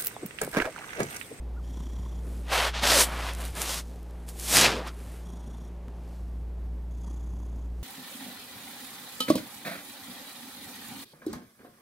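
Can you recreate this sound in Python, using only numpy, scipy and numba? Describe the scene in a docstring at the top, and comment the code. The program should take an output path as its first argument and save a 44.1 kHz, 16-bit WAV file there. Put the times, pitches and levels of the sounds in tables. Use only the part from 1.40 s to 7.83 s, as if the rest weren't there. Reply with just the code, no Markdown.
"""A cat rubs its cheek along a phone and back, purring before and after, in a small room.
Stick-slip friction of fur scrapes over the microphone port and rings the air trapped there;
whiskers flick the case. The larynx chops the breath into pulses that thump in the chest and puff
through the nose. An appliance motor hums in harmonics over room noise, with soft bumps of the phone,
light brushing, mouth clicks and one tiny squeak."""
import sys
import numpy as np
from scipy import signal
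from scipy.fft import rfft, irfft, next_fast_len
from scipy.io import wavfile
from numba import njit

SR = 44100
rng = np.random.default_rng(int(sys.argv[2]) if len(sys.argv) > 2 else 0)


def wav_out(sig):
    """Save sig, one row per channel (or a flat mono array), as 16-bit PCM at SR to the path in sys.argv[1]."""
    wavfile.write(sys.argv[1], SR, np.round(np.clip(np.atleast_2d(sig).T, -1, 1) * 32767).astype(np.int16))


N = 283563
TIME = np.arange(N) / SR


def undb(db):
    """Amplitude ratio of a level in dB."""
    return 10 ** (np.asarray(db) / 20)


def unit(x):
    """Normalisation to rms 1."""
    return x / np.sqrt(np.mean(x ** 2))


def during(start, end, fade_s):
    """Trapezoidal gate."""
    return np.clip(np.minimum(TIME - start, end - TIME) / fade_s, 0, 1)


def progress(start, length_s):
    """Linear ramp from 0 to 1."""
    return np.clip((TIME - start) / length_s, 0, 1)


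def envelope(start, hold_s, attack_s, release_s):
    """Exponential rise and decay around a hold; attack and release are the times for 20 dB."""
    early_s, late_s = np.maximum(start - TIME, 0), np.maximum(TIME - start - hold_s, 0)
    return undb(-20 * (early_s / attack_s + late_s / release_s))


def burst(start, decay_s):
    """Sudden onset with exponential decay."""
    age = TIME - start
    return (age >= 0) * np.exp(-np.clip(age / decay_s, 0, 50))


def noise():
    """Gaussian white noise."""
    return rng.standard_normal(N)


def walk(per_s):
    """Random modulation: straight lines between random values; rms 1."""
    knots = rng.standard_normal(8192)
    return unit(np.interp(TIME * per_s, np.arange(len(knots)), knots))


def slips(per_s, scatter_db, bed):
    """Shot noise: single hairs catch and let go at random, over a bed of white noise."""
    clicks = (rng.random(N) < per_s / SR) * np.sign(noise())
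    sizes = undb(scatter_db * np.clip(noise(), -2, 2))
    return unit(clicks * sizes) + bed * noise()


def colour(x, points):
    """Spectral shaping through points (f/Hz, level/dB); rms 1."""
    hz, db = np.transpose(points)
    size = next_fast_len(N)
    f = np.arange(size // 2 + 1) * SR / size
    gain = undb(np.interp(np.log(f + 1), np.log(hz), db))
    return unit(irfft(rfft(x, size) * gain, size)[:N])


@njit
def svf(x, hz, damping):
    """State-variable filter with moving tuning: (low-pass, band-pass)."""
    out, band_state, low_state = np.empty((2, len(x))), 0., 0.
    for i in range(len(x)):
        g = np.tan(np.pi * min(hz[i] / SR, .45))
        band = (band_state + g * (x[i] - low_state)) / (1 + g * (g + damping))
        low = low_state + g * band
        band_state, low_state = 2 * band - band_state, 2 * low - low_state
        out[0, i], out[1, i] = low, damping * band
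    return out


def resonate(x, hz, width_hz):
    """Second-order resonance, gain 1 at its centre."""
    return svf(x, hz * np.ones(N), float(width_hz / np.mean(hz)))[1]


DIP = during(2.11, 4.825, fade_s=.025)  # between two bumps, hum and rumble dip and the room air rises
# Motor overtones: harmonic number, level/dB
MOTOR_OVERTONES = [(2, -62.5), (3, -54), (4, -65), (5, -71), (6, -64.5), (7, -66)]
def motor_hum(hz=58.51, level_db=-34.5, dip_db=-4.5):
    """Harmonic series of a motor turning just below mains speed; each partial wavers in level."""
    turn = 2 * np.pi * hz * TIME
    fundamental = np.sin(turn) * undb(level_db + dip_db * DIP + 0.38 * walk(12))
    overtones = sum(undb(db + 0.97 * walk(6.4)) * np.sin(k * turn) for k, db in MOTOR_OVERTONES)
    return np.sqrt(2) * (fundamental + overtones)


# Spectra of room air and low rumble: f/Hz, level/dB
AIR_SPECTRUM = [(100, -27.5), (250, -3), (380, -3), (550, -5), (850, -8.5), (1300, -18), (1900, -21.5),
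                (3000, -27), (6000, -34), (12000, -41), (15500, -47.5)]
RUMBLE_SPECTRUM = [(20, -0.5), (45, 4.5), (90, 3), (130, 2), (250, -2.5), (350, -13), (600, -41)]
def room_noise(air_db=-54, fade_db_per_s=0.36, rumble_db=-48.5):
    """Amplitude-modulated broadband noise: slowly fading air over a restless rumble."""
    air = colour(noise(), AIR_SPECTRUM) * undb(air_db - fade_db_per_s * TIME + 2.16 * DIP + .5 * walk(9.8))
    rumble = colour(noise(), RUMBLE_SPECTRUM) * undb(rumble_db - 4 * DIP + walk(47))
    return air + rumble


def squeak(start=.167, hold_s=.024, base_hz=684, peak_hz=1460, arch_s=0.029, level_db=-54):
    """Frequency modulation: a faint pure tone arches up and falls back."""
    arch = np.exp(-((TIME - start - hold_s / 2) / arch_s) ** 2)
    hz = base_hz + (peak_hz - base_hz) * arch
    return np.sin(2 * np.pi * np.cumsum(hz) / SR) * undb(level_db) * envelope(start, hold_s, .01, 0.046)


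# Airflow as the larynx parts, stays ajar and snaps shut: phase/cycle, level/dB
LARYNX_FLOW = [(0, -2), (.12, -2.5), (.3, 1.5), (.45, -4), (.6, -13), (.75, -13), (.9, -2), (1, -2)]
# Spectra of the chest and of bright hiss (breath, hair tips, whiskers): f/Hz, level/dB
CHEST_SPECTRUM = [(40, -14), (90, 1), (150, 12.5), (230, 10), (340, 4), (500, -23), (1000, -4.5),
                  (1600, -22), (4000, -81)]
HISS_SPECTRUM = [(300, -29), (1500, -11.5), (3000, -3), (6000, -0.5), (9000, 4.5), (12000, 0.5),
                 (15000, -6)]
# Nasal resonances, one row a phrase: f/Hz, bandwidth/Hz, level/dB
NOSE_MODES = [
    [(1900, 450, -0.5), (3310, 470, 6), (5800, 770, 2), (6860, 870, 0), (8400, 920, -9)],
    [(1900, 420, -12), (3380, 380, 7), (5840, 760, 4), (6600, 560, 4.5), (8900, 1000, 0), (11000, 2500, -6)],
    [(1830, 310, -2.5), (3390, 350, 3), (4900, 450, -1), (6520, 1500, 4.5), (8730, 1030, -6),
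     (10530, 1460, -3)],
]
# Phrases: t/s, length/s, beat rate/Hz, swell/s, chest level/dB, nose level/dB, accent at the crest/dB
PURR_PHRASES = [(0.236, 0.58, 31.1, 0.15, -47.5, -60, 2.5), (3.823, 0.47, 28.6, 0.048, -49.5, -63, 0.5),
                (5.511, 0.773, 31.15, 0.16, -51.5, -65.5, 4)]
def purr(snap_width=0.18, leak=0.72, knock_db=-1, rasp_db=-9, accent_s=0.058):
    """Source and filter: the larynx pulses about 30 times a second, exciting chest and nose."""
    out = 0
    flutter, rasp, air = colour(noise(), CHEST_SPECTRUM), colour(noise(), HISS_SPECTRUM), noise()
    flare = undb(0.11 * walk(25))  # moving nostrils shift their resonances
    for phrase, modes in zip(PURR_PHRASES, NOSE_MODES):
        start, length_s, beat_hz, swell_s, chest_db, nose_db, accent_db = phrase
        phase = ((TIME - start) * beat_hz + 0.028 * walk(29)) % 1
        past_closure = phase - .29
        # each closure is one sharp push on the chest, wrapped in turbulence
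        closures = (np.diff(np.sign(past_closure), prepend=0) > 0) * undb(2 * walk(30))
        turbulence = flutter * unit(np.exp(-(past_closure / snap_width) ** 2) + leak)
        thump = unit(undb(knock_db) * colour(closures, CHEST_SPECTRUM) + turbulence)
        puff = unit(undb(np.interp(phase, *np.transpose(LARYNX_FLOW))))
        nose = unit(sum(undb(db) * resonate(resonate(air, hz * flare, width_hz), hz * flare, width_hz)
                        for hz, width_hz, db in modes))
        # the phrase swells, then sags as the air runs out
        slack, spent_s = 1 - progress(start, swell_s), np.maximum(TIME - start - swell_s, 0)
        chest_gain = undb(chest_db - 26 * slack - 3.5 * spent_s)
        nose_gain = undb(nose_db - 5.5 * slack - 11 * spent_s)
        beats = chest_gain * thump + nose_gain * puff * (nose + undb(rasp_db) * rasp)
        accent = undb(accent_db * np.exp(-((TIME - start - swell_s) / accent_s) ** 2))
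        out = out + during(start - .01, start + length_s, 0.0088) * beats * accent
    return out * undb(0.7 * walk(30))


# Spectrum of sliding fur: f/Hz, level/dB
FRICTION_SPECTRUM = [(60, -44), (200, -14), (380, -6), (560, 1.5), (900, 2), (1500, -0.5), (2600, 0),
                     (5000, 1.5), (9000, 0), (15000, -6)]
# Light touches nearby: t/s, hold/s, level/dB
TOUCHES = [(0.247, 0.9, -65), (2.46, 0.044, -59.5), (3.796, .45, -71), (4.678, 0.081, -65),
           (6.4, 0.028, -68)]
def brushing(attack_s=.24, release_s=0.35):
    """Friction noise: fur and cloth slide lightly in a fine hiss that ebbs and flows."""
    touch = sum(undb(db) * envelope(s, hold_s, attack_s, release_s) for s, hold_s, db in TOUCHES)
    return colour(slips(per_s=2100, scatter_db=7.5, bed=0.79), FRICTION_SPECTRUM) * touch


# Knocks on the phone: t/s, level/dB, f/Hz, decay/s
PHONE_KNOCKS = [(0.590, -35.5, 92, 0.039), (2.116, -35, 86, 0.018), (3.653, -38, 94.5, 0.02),
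                (4.803, -34, 87, 0.013)]
def phone_bumps():
    """Damped oscillation: each soft bump of the hand-held phone excites one low mode."""
    return sum(undb(db) * burst(s, decay_s) * np.sin(2 * np.pi * hz * (TIME - s))
               for s, db, hz, decay_s in PHONE_KNOCKS)


# Spectrum of the mouth: f/Hz, level/dB
MOUTH_SPECTRUM = [(200, 11), (500, -13), (1050, 11), (1500, -14), (3000, -27), (12000, -40)]
# Wet clicks: t/s, level/dB
MOUTH_CLICKS = [(0.659, -43), (4.483, -43), (5.643, -42), (5.68, -52)]
def mouth_smacks(decay_s=0.0057):
    """Noise transients: short wet clicks, dulled by the cat's mouth."""
    return sum(undb(db) * burst(s, decay_s) for s, db in MOUTH_CLICKS) * colour(noise(), MOUTH_SPECTRUM)


# Cheek strokes: t/s of full contact, hold/s, attack/s, release/s, relative level/dB of scrape, hair
# and case, first and last cutoff f/Hz of the scrape, pressure change/dB
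CHEEK_STROKES = [(0.864, .11, .12, 0.24, -47.5, -57, -46.5, 1590, 1970, -0.5),
                 (1.13, .15, 0.045, 0.04, -17, -37, -54, 2870, 2900, -4),
                 (1.345, 0.049, .025, .05, -26, -54, -58, 3110, 3810, -0.5),
                 (1.434, .18, 0.027, 0.038, -15.5, -30.5, -35, 3694, 7800, 1),
                 (1.613, .025, 0.056, 0.05, -26, -26.5, -54, 2600, 2000, 1.5),
                 (1.664, 0.23, .03, 0.091, -26.5, -46.5, -47.5, 1890, 2850, 0),
                 (2.008, .055, 0.074, 0.097, -33.5, -42.5, -48, 2500, 2900, -2.5),
                 (2.165, 0.063, .035, 0.093, -28.5, -37, -40.5, 2693, 3035, 3.5),
                 (2.3, 0.1, 0.14, 0.026, -30.5, -37.5, -47.5, 6800, 7300, -4),
                 (2.602, .25, .15, 0.036, -58, -68.5, -75, 1980, 2000, 9),
                 (2.888, .015, .022, 0.04, -42.5, -43, -69, 1905, 1892, -0.5),
                 (2.995, 0.12, 0.084, 0.08, -43.5, -37, -53.5, 1904, 2300, 4.5),
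                 (3.16, 0.098, 0.085, 0.12, -13.5, -29.5, -27.5, 9900, 4500, 1.5),
                 (3.32, .085, .04, .05, -33.5, -57.5, -34.5, 3630, 2300, -1),
                 (3.455, 0.03, 0.049, .025, -33.5, -54, -46, 2720, 4000, 1),
                 (3.595, 0.17, 0.4, .17, -47, -55, -55, 2200, 2400, -1)]
def strokes(hair_db_per_octave=7.5, overrun=0.31):
    """Incoherent addition in power: gains of scrape, hair and case, and the power-weighted cutoff."""
    power, weighted_hz = np.full((3, N), 1e-18), 1e-15
    for start, hold_s, attack_s, release_s, *tone in CHEEK_STROKES:
        scrape_db, hair_db, case_db, first_hz, last_hz, change_db = tone
        travel = np.clip((TIME - start) / hold_s, -overrun, 1 + overrun)  # the glide outlasts the hold
        octaves = np.log2(last_hz / first_hz) * (travel - .5)
        lean = undb(change_db * (progress(start, hold_s) - .5))
        pressure = envelope(start, hold_s, attack_s, release_s) * lean
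        scrape = pressure * undb(scrape_db)
        hair = pressure * undb(hair_db + hair_db_per_octave * octaves)  # faster fur hisses more
        power = power + np.array([scrape, hair, pressure * undb(case_db)]) ** 2
        weighted_hz = weighted_hz + scrape ** 2 * np.sqrt(first_hz * last_hz) * 2 ** octaves
    return (*np.sqrt(power), weighted_hz / power[0])


# Spectrum of the rubbed case: f/Hz, level/dB
CASE_SPECTRUM = [(40, -23.5), (100, -1), (250, 2.5), (500, -2), (900, -22.5), (2500, -43)]
def cheek_rubbing(gain_db=-2.14):
    """Stick-slip friction: fur drags over the port; harder, faster strokes reach higher frequencies."""
    scrape_gain, hair_gain, case_gain, cutoff_hz = strokes()
    friction = colour(slips(per_s=5000, scatter_db=3.0, bed=0.21), FRICTION_SPECTRUM)
    # tufts of hair squeal, each at a wandering pitch
    tufts = sum(resonate(friction, hz * undb(0.72 * walk(17)), 140) for hz in (1400, 3300, 6000))
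    scrape = svf(unit(friction + 0.24 * tufts), cutoff_hz, np.sqrt(2))[0]
    # a light touch crackles hair by hair; under pressure the clicks merge into a hiss
    merged = np.clip(hair_gain * undb(36.5), .35, 2)
    hair = colour(slips(per_s=2100, scatter_db=0.0, bed=merged), HISS_SPECTRUM)
    case = colour(noise(), CASE_SPECTRUM)
    grip = undb(0.6 * walk(170))  # the fur sticks and slides
    return (scrape * scrape_gain + hair * hair_gain + case * case_gain) * grip * undb(gain_db)


# Notes of the air between cheek and port: t/s, hold/s, first f/Hz, last f/Hz, level/dB
POCKET_NOTES = [(1.143, .12, 1050, 605, -38), (1.513, .1, 590, 544, -28.5), (2.001, 0.015, 640, 620, -41.5),
                (2.188, 0.055, 700, 680, -49), (3.239, 0.021, 2450, 2520, -22),
                (3.343, .075, 380, 558, -38), (3.437, .045, 940, 1264, -43)]
def air_pocket(attack_s=0.028, release_s=0.04, width_hz=300):
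    """Cavity resonance: friction rings trapped air, lower as the cheek presses in, higher as it lifts."""
    gains = np.array([undb(db) * envelope(s, hold_s, attack_s, release_s)
                      for s, hold_s, _, _, db in POCKET_NOTES])
    glides = [first_hz * (last_hz / first_hz) ** progress(s, hold_s)
              for s, hold_s, first_hz, last_hz, _ in POCKET_NOTES]
    hz = np.average(glides, axis=0, weights=gains + 1e-12)
    friction = slips(per_s=3000, scatter_db=2.0, bed=0.2)
    lower = resonate(resonate(friction, hz, width_hz), hz, width_hz)
    upper = resonate(resonate(friction, 1.9 * hz, 700), 1.7 * hz, 700)
    return unit((lower + 0.3 * upper) / np.sqrt(hz)) * gains.sum(axis=0)


# Whisker strikes: t/s, level/dB
WHISKER_TICKS = [(1.474, -16), (1.539, -17), (1.610, -15), (1.935, -32), (1.950, -31), (1.987, -38),
                 (2.008, -35), (2.052, -30), (2.153, -33), (2.218, -17), (2.344, -22), (2.559, -49),
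                 (2.630, -46), (2.709, -49), (2.889, -33), (2.998, -30), (3.170, -11), (3.475, -35)]
def whisker_flicks(decay_s=.001):
    """Impulsive excitation: stiff whiskers snap off the case in brief, broadband ticks."""
    return sum(undb(db) * burst(s, decay_s) for s, db in WHISKER_TICKS) * colour(noise(), HISS_SPECTRUM)


def scene():
    """Superposition at one microphone, the same in both channels."""
    cat = purr() + mouth_smacks() + cheek_rubbing() + air_pocket() + whisker_flicks()
    mono = cat + brushing() + phone_bumps() + squeak() + motor_hum() + room_noise()
    return np.array([mono, mono])


def record(dry, cutoff_hz=15200):
    """Clipping and band limiting: the phone saturates at full scale and cuts the top treble."""
    low_pass = signal.ellip(10, .2, 80, cutoff_hz, fs=SR, output="sos")
    return signal.sosfilt(low_pass, np.clip(dry, -1, 1))


dry = scene()
out = record(dry)
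wav_out(out)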